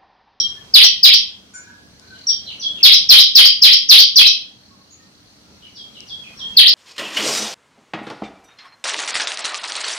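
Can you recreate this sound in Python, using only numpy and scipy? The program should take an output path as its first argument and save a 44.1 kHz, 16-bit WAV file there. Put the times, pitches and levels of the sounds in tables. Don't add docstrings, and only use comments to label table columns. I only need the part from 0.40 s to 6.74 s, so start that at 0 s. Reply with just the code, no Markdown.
import sys
import numpy as np
from scipy import signal
from scipy.fft import rfft, irfft, next_fast_len
from scipy.io import wavfile
from scipy.ndimage import uniform_filter1d, map_coordinates

SR = 44100
rng = np.random.default_rng(int(sys.argv[2]) if len(sys.argv) > 2 else 0)


def unload_wav(signal):
    wavfile.write(
        sys.argv[1],
        SR,
        np.round(np.clip(np.atleast_2d(signal).T, -1, 1) * 32767).astype(np.int16),
    )


def gain_from_decibels(decibels):
    exponent = np.asarray(decibels, float) / 20
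    return 10 ** exponent


N = 279594
LEAD = SR // 10

# f/Hz, relative density/dB per Hz
AIR_SPECTRUM = [(12, -44), (20, -27.5), (81, -2.5), (167, -6.5), (192, -1), (299, -8.5), (325, -10),
                (1080, -16), (2290, -19), (4300, -15.5), (6000, -16), (6900, -24.5), (14100, -37),
                (15700, -39)]
# t/s, level/dB
AIR_LEVEL = [(0, -44.5), (.9, -50.5), (1.57, -50), (2.45, -44), (3, -49.5), (4.4, -52.5), (5.37, -49.5),
             (6.34, -43)]
# f/Hz, correlation
AIR_LIKENESS = [(60, 0.91), (240, 0.7), (950, 0.075), (3770, -0.34), (15000, 0.31)]
# f/Hz, mean peak level/dB
HUM = [(96.9, -74.5), (199.2, -67), (296.1, -63.5)]
# t/s, level/dB
TRILL_LEVEL = [(0, -61.5), (1, -65), (1.45, -69), (1.5, -58.5), (1.9, -45.5), (4.1, -55), (4.5, -57.5),
               (5.2, -59.5), (6.34, -54.5)]
# f/Hz, width of one of two equal stages/Hz, level/dB
WING_RESONANCES = [(4200, 470, -3.5), (4590, 60, -0.5), (6100, 250, -12.5)]
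# f/Hz, t60/s
ROOM_T60 = [(1000, 0.65), (1900, 0.31), (2300, 0.34), (2900, 0.36), (3250, 0.4), (3600, 0.31), (6000, 0.31),
            (12000, 0.18)]
# t/s, f/Hz, length/s, level/dB
SOFT_TONES = [(0.157, 1750, 0.045, -44), (0.175, 1110, .03, -50.5), (4.302, 1090, 0.027, -49.5),
              (4.5, 6670, .05, -42.5), (4.527, 1280, .08, -59), (4.595, 1844, 0.024, -52.5),
              (5.03, 1380, 0.067, -57), (5.987, 1061, .03, -52), (6.015, 1830, 0.063, -50.5)]
# f/Hz, level before tilt and scatter/dB, t60/s
METAL_MODES = [(965, -19.5, 0.13), (1380, -15, 0.26), (1514, 8.5, 0.07), (1650, -11.5, 0.77),
               (2160, -18, .15), (2390, -15, 0.35), (4540, -22.5, .12), (5720, -18.5, 0.29),
               (5850, -20, 0.13), (6700, -17, .12), (7000, -3.5, 0.05), (7200, -16.5, 0.093),
               (8796, -13, 0.053), (9345, -29, 0.086)]
# t/s, gain on the modes/dB, hardness tilt/dB per octave
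CLINKS = [(1.137, -34.5, 5.5), (1.27, -40.5, -8), (1.608, -47.5, -5), (1.702, -43.5, -5.5)]
# t/s, noise level before band-pass/dB, left-right direct level/dB
TICKS = [(1.492, -44.5, 1.5), (1.5977, -23.5, 18), (5.6061, -25.5, 28)]
# t/s, start, middle, end level/dB, held f/Hz
HIGH_NOTES = [(-.04, -8, -23, -20, 3200), (1.870, -6, -18, -33.5, 3200), (2.198, -19.5, -26, -20.5, 3320),
              (5.347, -38, -37, -39, 3254), (5.671, -31, -37, -28, 3300), (5.972, -34, -36, -28, 3220)]
LOW_NOTES = [(1.735, -42, -53, -63, 2910), (2.066, -25.5, -38.5, -35, 2947), (2.365, -39, -36, -36, 2725),
             (5.211, -47, -42, -50, 2900), (5.541, -41, -42, -50, 2860), (5.828, -47, -40, -50, 2454),
             (6.125, -43, -48, -55, 2600)]
# stay on top/s, settling/s, time of middle level/s, of end level/s,
# droop start/s (here past the end), droop share/per s, length/s
HIGH_COURSE = (.003, .017, .014, .038, 0.063, .3, 0.062)
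LOW_COURSE = (0, .009, .022, .048, .036, 17, .058)
# attack/s, release/s
FAR_EDGES_S = (0.0027, .01)
# t/s, level before throat and room/dB, start f/Hz,
# rise delay/s (the climb starts RISE_EARLY_S sooner), top f/Hz
NEAR_NOTES = [(0.3405, 4.5, 5150, 0.076, 5992), (0.6315, 4, 5485, 0.085, 5928),
              (2.431, 4, 5250, 0.082, 6103), (2.6913, 5, 5743, 0.085, 6008), (2.953, 4, 5630, 0.081, 5858),
              (3.2198, 4.5, 5738, 0.086, 5820), (3.4899, 3.5, 6044, 0.083, 6034),
              (3.7586, 3.5, 5874, 0.089, 6043), (6.1697, 3, 4940, 0.083, 5477)]
# f/Hz, level/dB
THROAT = [(1600, -25), (2200, -21), (2700, -17.5), (3200, -6), (4000, -1.5), (4700, -1), (5500, -5.5),
          (6100, -10)]

EDGE_DB = 29.5
HIGH_LEAP, LOW_LEAP = .76, .42
BOTTOM_SHARE = .27
FALL_S, FALL_BEND = .078, .63
FALL_ATTACK_S, FALL_RELEASE_S = .004, .013
RISE_S, RISE_HOLD_S, RISE_DB = .05, .003, -4
RISE_ATTACK_S, RISE_RELEASE_S, RISE_EARLY_S = .014, .006, .017


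def unit(x):
    return x / np.sqrt(np.mean(x ** 2) + 1e-20)


def along(points, hz):
    f, v = np.transpose(points)
    return np.interp(np.log(hz + 1), np.log(f + 1), v)


def curve(rows):
    return np.interp(np.arange(N) / SR, *np.transpose(rows))


def wobble(rate_hz, size=N):
    knots = rng.standard_normal(int(size * rate_hz / SR) + 4)
    return map_coordinates(knots, [np.arange(size) * rate_hz / SR])


def filtered(x, response):
    m = next_fast_len(x.shape[-1] + 8192)
    return irfft(rfft(x, m) * response(np.fft.rfftfreq(m, 1 / SR)), m)[..., :x.shape[-1]]


def resonance(f, centre_hz, width_hz):
    return 1j * f * width_hz / (centre_hz ** 2 - f * f + 1j * f * width_hz)


def edges(t, attack_s, release_s):
    swell = np.clip(1 - (t - t[0]) / attack_s, 0, 1)
    die = np.clip(1 - (t[-1] - t) / release_s, 0, 1)
    return -EDGE_DB * (swell + die)


def whistle(t_s, hz, db, rough_db, second_db):
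    t = np.arange(t_s[0], t_s[-1], 1 / SR)
    unsteady_hz = np.interp(t, t_s, hz) * (1 + .006 * wobble(300, size=len(t)))
    phase = 2 * np.pi * np.cumsum(unsteady_hz) / SR
    tone = np.sin(phase + 2 * np.pi * rng.random()) + gain_from_decibels(second_db) * np.sin(2 * phase)
    return tone * gain_from_decibels(np.interp(t, t_s, db) + rough_db * wobble(252.6, size=len(t)))


def room():
    hz, t, pattern = signal.stft(rng.standard_normal((2, SR // 2)), SR, nperseg=256)
    strength, stretch = rng.standard_normal((2, len(hz), 1))
    t60_s = along(ROOM_T60, hz)[:, None] * np.exp(.08 * stretch)
    return pattern, gain_from_decibels(3.0 * strength - 60 * t / t60_s)


def add(stage, space, s, sound, direct_db, early_db, tail_db,
        ceiling_db=-40, renewed=1, pan_db=0, lag=0):
    pattern, decay = space
    fresh = signal.stft(rng.standard_normal((2, SR // 2)), nperseg=256)[2]
    renewed = np.clip(renewed, 0, 1)
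    mixed = np.sqrt(1 - renewed) * pattern + np.sqrt(renewed) * fresh
    tail = signal.istft(mixed * decay, nperseg=256)[1]
    t = np.arange(tail.shape[1]) / SR
    tail *= 1 - np.exp(-t / 0.016)
    early = rng.standard_normal(tail.shape) * gain_from_decibels(-60 * t / .12) * (t > .0015)
    answer = gain_from_decibels(tail_db) * tail / np.linalg.norm(tail[0])
    answer += gain_from_decibels(early_db) * early / np.linalg.norm(early[0])
    path = 20 + np.array([int(lag), 0])
    answer[[0, 1], path] += gain_from_decibels(direct_db + np.array([.5, -.5]) * pan_db)
    ceiling = path + (SR * rng.uniform(.0018, .003, 2)).astype(int)
    answer[[0, 1], ceiling] += gain_from_decibels(ceiling_db)
    heard = signal.fftconvolve(sound[None], answer, axes=1)
    part = stage[:, LEAD - 20 + round(s * SR):][:, :heard.shape[1]]
    part += heard[:, :part.shape[1]]


def room_air():
    z = signal.stft(rng.standard_normal((2, N)), nperseg=512)[2]
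    patches = uniform_filter1d(rng.standard_normal(z.shape[1:]), 5, 0)
    patches = uniform_filter1d(patches, 12, 1)
    pair = signal.istft(z * gain_from_decibels(1.4 * unit(patches)), nperseg=512)[1][:, :N]

    def mid_side(hz):
        angle = np.arccos(np.clip(along(AIR_LIKENESS, hz), -1, 1)) / 2
        return gain_from_decibels(along(AIR_SPECTRUM, hz)) * [np.cos(angle), np.sin(angle)]

    mid, side = filtered(pair, mid_side)
    return gain_from_decibels(curve(AIR_LEVEL)) * unit(np.array([mid + side, mid - side]))


def mains_hum():
    t = np.arange(N) / SR
    return sum(gain_from_decibels(db + 1.8 * wobble(7.3)) * np.sin(2 * np.pi * hz * t + 0.43 * wobble(35))
               for hz, db in HUM)


def insect():
    turns = np.cumsum(40 * (1 + .1 * wobble(4))) / SR
    strokes = (.5 + .5 * np.cos(2 * np.pi * turns)) ** 2 * gain_from_decibels(3 * wobble(20))
    blur = .7

    def wing(f):
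        return sum(gain_from_decibels(db) * resonance(f, centre, width) ** 2 for centre, width, db in WING_RESONANCES)

    puffs = (blur + strokes) * rng.standard_normal((2, N))
    return gain_from_decibels(curve(TRILL_LEVEL)) * unit(filtered(puffs, wing))


def soft_tones(space):
    stage = np.zeros((2, N + LEAD))
    for s, hz, length_s, db in SOFT_TONES:
        t = np.array([0, .2, .8, 1]) * length_s
        tone = whistle(t, [hz] * 4, [db - 14, db, db, db - 11], rough_db=2.5, second_db=-44)
        add(stage, space, s, tone, direct_db=-8, early_db=-8, tail_db=-5)
    return stage


def metal_clinks(space):
    stage = np.zeros((2, N + LEAD))
    t = np.arange(SR // 2) / SR
    for s, db, hard_db in CLINKS:
        ring = np.zeros(len(t))
        for hz, level, t60_s in METAL_MODES:
            mode_db = level + hard_db * np.log2(hz / 1500) + rng.normal(0, 3)
            phase = 2 * np.pi * hz * t + .9 * wobble(70, size=len(t))
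            ring += gain_from_decibels(mode_db - 60 * t / t60_s) * np.sin(phase)
        clink = gain_from_decibels(db) * ring * (1 - np.exp(-t / .004))
        add(stage, space, s, clink, direct_db=-7, early_db=-6, tail_db=3)
    return stage


def cage_ticks(space):
    stage = np.zeros((2, N + LEAD))
    t = np.arange(400) / SR
    for s, db, pan_db in TICKS:
        snap = rng.standard_normal(400) * gain_from_decibels(db - 60 * t / 0.0044)
        snap = filtered(snap, lambda f: resonance(f, 5400, 4200) ** 4)
        add(stage, space, s - .001, snap, direct_db=-1.5, early_db=-14, tail_db=-2, pan_db=pan_db)
    return stage


def far_bird(space):
    stage = np.zeros((2, N + LEAD))
    kinds = (HIGH_NOTES, HIGH_LEAP, HIGH_COURSE), (LOW_NOTES, LOW_LEAP, LOW_COURSE)
    for notes, leap, course in kinds:
        stay_s, settle_s, middle_s, end_s, droop_at_s, droop, length_s = course
        t = np.linspace(-FAR_EDGES_S[0], length_s, num=70)
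        drop = leap * np.exp(-(np.maximum(t - stay_s, 0) / settle_s) ** 2)
        pitch = 1 + drop - droop * np.maximum(t - droop_at_s, 0)
        for s, *stress_db, held_hz in notes:
            db = np.interp(t, [stay_s, middle_s, end_s], stress_db) + edges(t, *FAR_EDGES_S)
            note = whistle(t, pitch * held_hz, db, rough_db=4.0, second_db=-56.5)
            add(stage, space, s + t[0], note, direct_db=-9.0, early_db=-14.0, tail_db=2.0, renewed=0.96)
    return stage


def near_bird(space):
    stage = np.zeros((2, N + LEAD))
    down = np.linspace(-FALL_ATTACK_S, FALL_S, num=80)
    up = np.linspace(0, RISE_S + RISE_HOLD_S, num=60)
    fall_db = edges(down, FALL_ATTACK_S, FALL_RELEASE_S)
    rise_db = RISE_DB + edges(up, RISE_ATTACK_S, RISE_RELEASE_S)
    for s, db, start_hz, delay_s, top_hz in NEAR_NOTES:
        bottom_hz = BOTTOM_SHARE * top_hz
        fall_hz = start_hz - (start_hz - bottom_hz) * np.clip(down / FALL_S, 0, 1) ** FALL_BEND
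        rise_hz = bottom_hz + (top_hz - bottom_hz) * np.clip(up / RISE_S, 0, 1)
        rise_at_s = FALL_ATTACK_S + delay_s - RISE_EARLY_S
        note = np.zeros(SR // 5)
        for t, hz, level, at_s in (down, fall_hz, fall_db, 0), (up, rise_hz, rise_db, rise_at_s):
            stroke_db = db + level + along(THROAT, hz)
            stroke = whistle(t, hz, stroke_db, rough_db=3.0, second_db=-37.5)
            note[round(at_s * SR):][:len(stroke)] += stroke
        add(stage, space, s - FALL_ATTACK_S, note, direct_db=-7.0, early_db=-1.5, tail_db=-1.5,
            ceiling_db=-9, renewed=0.6, pan_db=3.5, lag=-2)
    return stage


def scene():
    space = room()
    background = room_air() + mains_hum() + insect()
    stage = soft_tones(space) + metal_clinks(space) + cage_ticks(space)
    stage += far_bird(space) + near_bird(space)
    return background + stage[:, LEAD:]


def low_pass(x):
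    return signal.sosfilt(signal.butter(12, 15870, fs=SR, output="sos"), x)


def record(dry):
    top, hardness = .95, 14
    mix = dry / (1 + np.abs(dry / top) ** hardness) ** (1 / hardness)
    return low_pass(mix)


dry = scene()
out = record(dry)
unload_wav(out)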